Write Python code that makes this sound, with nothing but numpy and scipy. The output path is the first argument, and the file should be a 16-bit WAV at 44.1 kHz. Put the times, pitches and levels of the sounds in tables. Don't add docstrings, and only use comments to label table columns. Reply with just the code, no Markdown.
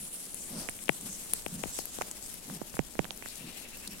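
import sys
import numpy as np
from scipy import signal
from scipy.fft import rfft, irfft
from scipy.io import wavfile
from scipy.ndimage import uniform_filter1d

SR = 44100
rng = np.random.default_rng(int(sys.argv[2]) if len(sys.argv) > 2 else 0)


def waveform_to_disk(signal):
    frames = np.transpose(np.atleast_2d(signal))
    scaled = np.clip(frames, -1, 1) * 32767
    samples = np.round(scaled).astype(np.int16)
    wavfile.write(sys.argv[1], SR, samples)


N = 4 * SR
T = np.arange(N) / SR
HZ = np.maximum(np.fft.rfftfreq(N, 1 / SR), 1e-3)


def undb(db):
    return 10 ** (np.asarray(db) / 20)


def unit(x):
    return x / np.sqrt(np.mean(x ** 2))


def pan(db):
    return unit(undb(np.array([[db], [-db]]) / 2))


def noise():
    return rng.standard_normal((2, N))


def resonance(hz, width_hz):
    return 1 / (1 + 1j * (HZ ** 2 - hz ** 2) / (HZ * width_hz))


def band(x, hz, width_hz):
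    return unit(irfft(rfft(x) * resonance(hz, width_hz) ** 2, N))


def smooth(x, width_hz):
    return unit(irfft(rfft(x) / (1 + (2 * HZ / width_hz) ** 2), N))


def colour(x, points):
    hz, db = np.array(points).T
    return unit(irfft(rfft(x) * undb(np.interp(np.log(HZ), np.log(hz), db)), N))


def wander(rate_hz):
    hold = int(SR / rate_hz)
    stairs = np.repeat(rng.standard_normal(N // hold + 1), hold)
    return unit(uniform_filter1d(uniform_filter1d(stairs, hold), hold)[:N])


def grains(per_s, spread_db):
    size = undb(spread_db * np.minimum(rng.exponential(size=(2, N)), 5))
    return (rng.random((2, N)) < per_s / SR) * size * np.sign(noise())


def swell(at, rise_s, fall_s):
    return np.exp(-((T - at) / np.where(T < at, rise_s, fall_s)) ** 2)


# t/s, left level/dB, right level/dB
RUSTLE_LEVELS = [(0, -41.5, -52), (.27, -45, -51.5), (.42, -43.5, -60), (.52, -45, -53), (.72, -43.5, -52),
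                 (.95, -44, -51), (1.15, -42.5, -49), (1.38, -41.5, -44.5), (1.44, -45.5, -51.5),
                 (1.8, -41.5, -45.5), (1.845, -45.5, -47.5), (1.93, -44, -48), (2.32, -43.5, -47),
                 (2.41, -49.5, -51), (2.51, -44.5, -50), (2.68, -46.5, -53), (3.15, -45.5, -52),
                 (3.42, -45, -51), (3.56, -42.5, -50.5), (3.68, -47.5, -50.5), (4, -47.5, -47.5)]
# f/Hz, relative level/dB
RUSTLE_LEFT = [(1500, -15.5), (3000, -8), (5000, -10.5), (6500, -6.5), (8200, -1), (11500, -2), (13500, -8),
               (16000, -22)]
RUSTLE_RIGHT = [(1500, -5), (3000, -4.5), (5000, -1), (7500, -1), (11000, -14.5), (16000, -3)]
# t/s, centre f/Hz, level/dB
SWISH_PATH = [(0, 9700, -43.5), (0.449, 9430, -50.5), (0.583, 9210, -48), (0.799, 8950, -49.5),
              (1.253, 8370, -47.5), (1.479, 8380, -47.5), (1.652, 7900, -49.5), (1.78, 7460, -41.5),
              (1.845, 7420, -58), (1.923, 7590, -47.5), (2.151, 7120, -61), (2.27, 8300, -48),
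              (2.4, 8240, -107)]

def grass(blades_per_s=2800):
    times, left_db, right_db = np.array(RUSTLE_LEVELS).T
    left, right = grains(blades_per_s, spread_db=1.5)
    blades = np.array([colour(left, RUSTLE_LEFT) * undb(np.interp(T, times, left_db)),
                       colour(right, RUSTLE_RIGHT) * undb(np.interp(T, times, right_db))])
    times, hz, db = np.array(SWISH_PATH).T
    phase = 2 * np.pi * np.cumsum(np.interp(T, times, hz)) / SR
    brushing = smooth(grains(blades_per_s, spread_db=1.5), width_hz=3100)
    swish = unit(brushing * np.cos(phase)) * undb(np.interp(T, times, db))
    flicker_db = 1.94 * wander(rate_hz=45.38)
    return (blades + swish * pan(db=-4)) * undb(flicker_db)


# t/s, rise and fall/s, level/dB, centre f/Hz, L-R/dB
TRODDEN_TUFTS = [(.41, 0.093, -43.5, 7900, 3), (0.605, 0.059, -46, 5540, 13), (1.13, 0.068, -45, 7100, 3),
                 (1.797, 0.016, -37.5, 6400, 5), (2.26, 0.041, -48, 8070, 13), (3.3, 0.031, -53, 4560, 3),
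                 (3.52, 0.21, -53, 3270, 5), (3.877, 0.0059, -41.5, 4640, 1)]

def tufts():
    cracks = grains(per_s=1500, spread_db=1)
    return sum(band(cracks, hz, width_hz=3200) * undb(db) * swell(at, fade_s, fade_s) * pan(pan_db)
               for at, fade_s, db, hz, pan_db in TRODDEN_TUFTS)


def crinkle(rustle, spacing_hz=700, depth_db=1.8):
    spectrum = rfft(rustle)
    bands = (irfft(spectrum * np.maximum(0, 1 - abs(HZ - hz) / spacing_hz), N)
             for hz in range(0, 17000, spacing_hz))
    trim = undb(-depth_db ** 2 * np.log(10) / 20)
    return trim * sum(part * undb(depth_db * wander(rate_hz=39.7)) for part in bands)


# t/s, crack level over 10 ms/dB, centre f/Hz, L-R/dB
STALK_SNAPS = [(0.3449, -36.5, 9100, 20), (0.695, -37, 9400, 2), (0.79, -50, 2600, 12),
               (0.839, -44, 9050, 9), (0.8915, -36.5, 9500, 5), (1.011, -44, 7900, 2),
               (1.129, -41, 8630, 2), (1.3355, -23.5, 9900, 7.5), (1.4628, -43, 9900, 10),
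               (1.541, -43, 8900, 7), (1.635, -41.5, 8850, 17), (1.789, -36.5, 9700, 20),
               (1.8557, -36, 12100, 20), (1.9864, -45.5, 7300, 6), (2.0098, -47, 7900, -1),
               (2.019, -39.5, 7640, 8), (2.113, -37, 7400, 1.5), (2.2264, -47, 7500, 13),
               (2.262, -44, 8000, 15), (2.292, -47, 9000, 12), (2.342, -42, 10600, 15),
               (3.162, -48, 10700, 17), (3.1755, -45, 9500, 18), (3.2862, -42.5, 8700, 17),
               (3.7719, -46, 12300, 17), (3.876, -39.5, 8350, 11)]
# f/Hz, relative level/dB
STALK_SPECTRUM = [(60, -20), (200, 5), (500, 7), (1100, 3), (2200, 0), (4500, 1), (9000, -14), (16000, -23)]

def snaps(rise_s=.0003, crack_s=.0005, splinter_s=.0028):
    out = np.zeros((2, N))
    body = undb(-16.5) * colour(signal.unit_impulse(N), STALK_SPECTRUM)
    for at, db, hz, pan_db in STALK_SNAPS:
        age = np.clip(T - at, 0, .1)
        attack = np.exp(np.clip(T - at, -.02, 0) / rise_s)
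        decay = np.exp(-age / crack_s) + undb(-13) * np.exp(-age / splinter_s)
        burst = band(noise() * attack * decay, hz, width_hz=.46 * hz)
        crack = np.array([unit(side) for side in burst])
        out += (crack + np.roll(body, int(at * SR))) * undb(db) * pan(pan_db)
    return out * np.sqrt(.01 * SR / N)


def hooves():
    soil, stems = grains(per_s=45, spread_db=3), grains(per_s=100, spread_db=3)
    patter = band(soil + .5 * soil[::-1], hz=386, width_hz=710)
    crumble = rng.standard_normal((1, SR // 20)) * np.exp(-T[:SR // 20] / .005)
    ticks = signal.fftconvolve(stems + .1 * stems[::-1], crumble)[:, :N]
    crackle = band(ticks, hz=6440, width_hz=10500)
    return undb(-65) * patter + undb(-56) * crackle * pan(db=16.5)


# t/s, port (0 left, 1 right),
# levels over 10 ms of deep push/dB, thud/dB, knock/dB and crack/dB, crack f/Hz
PORT_KNOCKS = [(0.688, 1, -44, -38, -39.5, -33.5, 2150), (0.8818, 0, -53, -47, -44, -39, 2780),
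               (0.893, 0, -63, -23.5, -22.5, -20.5, 2240), (1.463, 0, -62, -35.5, -33.5, -36, 2550),
               (1.6374, 0, -53, -36, -30.5, -36, 2530), (1.657, 0, -48, -33.5, -74, -54, 2340),
               (1.7889, 0, -61, -37.5, -34, -45.5, 2805), (1.9864, 0, -64, -38.5, -38, -47, 3287),
               (2.0121, 1, -41, -70, -29, -35, 1532), (2.0096, 0, -52, -56, -42, -51, 2400),
               (2.0203, 0, -41, -53, -41.5, -36.5, 2300), (2.499, 1, -44, -71, -45, -48, 1790),
               (2.6156, 1, -49, -32.5, -36, -65, 1630), (2.7413, 1, -38.5, -38.5, -50, -52.5, 2130),
               (2.768, 1, -45, -58, -44, -43, 1700), (2.7917, 1, -30, -19.5, -30.5, -33.5, 2240),
               (2.9533, 1, -55, -43, -45, -52, 2050), (2.9917, 1, -32, -20, -26, -32, 2310),
               (3.0442, 1, -42.5, -70, -43, -42, 3100), (3.0521, 1, -59, -70, -48, -43, 1700),
               (3.107, 1, -46, -63, -42, -34.5, 3370), (3.224, 1, -44, -67, -49.5, -43.5, 2140),
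               (3.2588, 1, -49, -44, -46.5, -41, 1760)]
# f/Hz, width/Hz
PORT_RESONANCES = [(65, 600), (235, 327), (560, 716)]
# f/Hz, width/Hz
PHONE_FILTER_BANDS = [(144, 33), (810, 150)]

def knocks(body_top_hz=3500, edge_db=(-21, -11.5)):
    filter_delay = np.prod([1 - 2 * resonance(hz, width) for hz, width in PHONE_FILTER_BANDS], axis=0)
    length = SR // 10

    def ring(hz, width_hz, top_hz=None):
        response = resonance(hz, width_hz) ** 2 * filter_delay
        if top_hz:
            response *= signal.freqs(*signal.butter(6, 1, analog=True), HZ / top_hz)[1]
        return unit(irfft(response, N)[:length]) / np.sqrt(10)

    push, thud, knock = (ring(hz, width, body_top_hz) for hz, width in PORT_RESONANCES)
    edge = ring(hz=6250, width_hz=2600)
    out = np.zeros((2, N + length))
    for at, port, push_db, thud_db, knock_db, crack_db, hz in PORT_KNOCKS:
        start = int(at * SR)
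        body = undb(thud_db) * thud - undb(push_db) * push - undb(knock_db) * knock
        crack = ring(hz, width_hz=.64 * hz, top_hz=1.48 * hz) - undb(edge_db[port]) * edge
        out[port, start:start + length] += body + undb(crack_db) * crack
    return out[:, :N]


# peak t/s, thud level/dB, scuff level/dB
FOOTFALLS = [(.005, -51.5, -83), (0.567, -41.5, -47.5), (1.065, -47, -59), (1.562, -41, -60),
             (2.04, -64, -58), (2.529, -43, -55), (3.025, -49, -59), (3.454, -46.5, -56.5),
             (3.926, -50, -78)]
# f/Hz, relative level/dB
SCUFF_SPECTRUM = [(100, 1), (280, 6), (620, 6), (1200, -2), (2200, -9.5), (6000, -5), (14000, -55)]

def steps(scuff_lag_s=.032):
    boom = band(rng.standard_normal(N), hz=186.3, width_hz=94)
    boom /= np.sqrt(uniform_filter1d(boom ** 2, SR // 20))
    friction = colour(noise() + rng.standard_normal(N), SCUFF_SPECTRUM)
    thuds = sum(undb(db) * swell(at, rise_s=.057, fall_s=.056) for at, db, _ in FOOTFALLS)
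    scuffs = sum(undb(db) * swell(at + scuff_lag_s, rise_s=.1, fall_s=.1) for at, _, db in FOOTFALLS)
    return boom * thuds + friction * scuffs


# peak t/s, level/dB
BIRD_NOTES = [(3.255, -52.5), (3.332, -56.5), (3.411, -54), (3.489, -52.5), (3.575, -50), (3.66, -52.5),
              (3.745, -51), (3.84, -51.5), (3.936, -51.5)]

def bird(centre_hz=2660, rise_hz_per_s=2500, lower_ratio=.79, fade_s=.029):
    peaks = np.array(BIRD_NOTES)[:, 0]
    from_peak = T - peaks[np.argmin(abs(T[:, None] - peaks), axis=1)]
    hz = centre_hz + rise_hz_per_s * np.clip(from_peak, -2 * fade_s, 2 * fade_s)
    phase = 2 * np.pi * np.cumsum(hz) / SR
    upper = smooth(noise(), width_hz=430) * np.cos(phase)
    lower = smooth(noise(), width_hz=1300) * np.cos(lower_ratio * phase)
    notes = sum(undb(db) * swell(at, fade_s, fade_s) for at, db in BIRD_NOTES)
    return unit(upper + undb(-2.5) * lower) * notes * pan(db=6.5)


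# f/Hz, relative level/dB
FIELD_SPECTRUM = [(20, 6.5), (60, 1.5), (120, -5.5), (200, 4), (320, -2), (600, -7.5), (1200, -16),
                  (2600, -15), (4500, -19), (7000, -54), (16000, -23.5)]

def far_flock():
    level_db = -53.5 + .6 * wander(rate_hz=7.92)
    return colour(noise() + 1.12 * rng.standard_normal(N), FIELD_SPECTRUM) * undb(level_db)


def wind():
    gusts = undb(-70.5 + 7.5 * wander(rate_hz=6.2))
    puff = undb(-47) * swell(at=1.68, rise_s=.021, fall_s=.021)
    return band(noise(), hz=44.3, width_hz=88.6) * (gusts + puff)


def scene():
    sheep = crinkle(grass() + tufts()) + snaps() + hooves()
    return sheep + knocks() + steps() + bird() + far_flock() + wind()


def record(dry):
    return signal.sosfilt(signal.ellip(10, .2, 70, 15850, fs=SR, output="sos"), dry)


dry = scene()
out = record(dry)
waveform_to_disk(out)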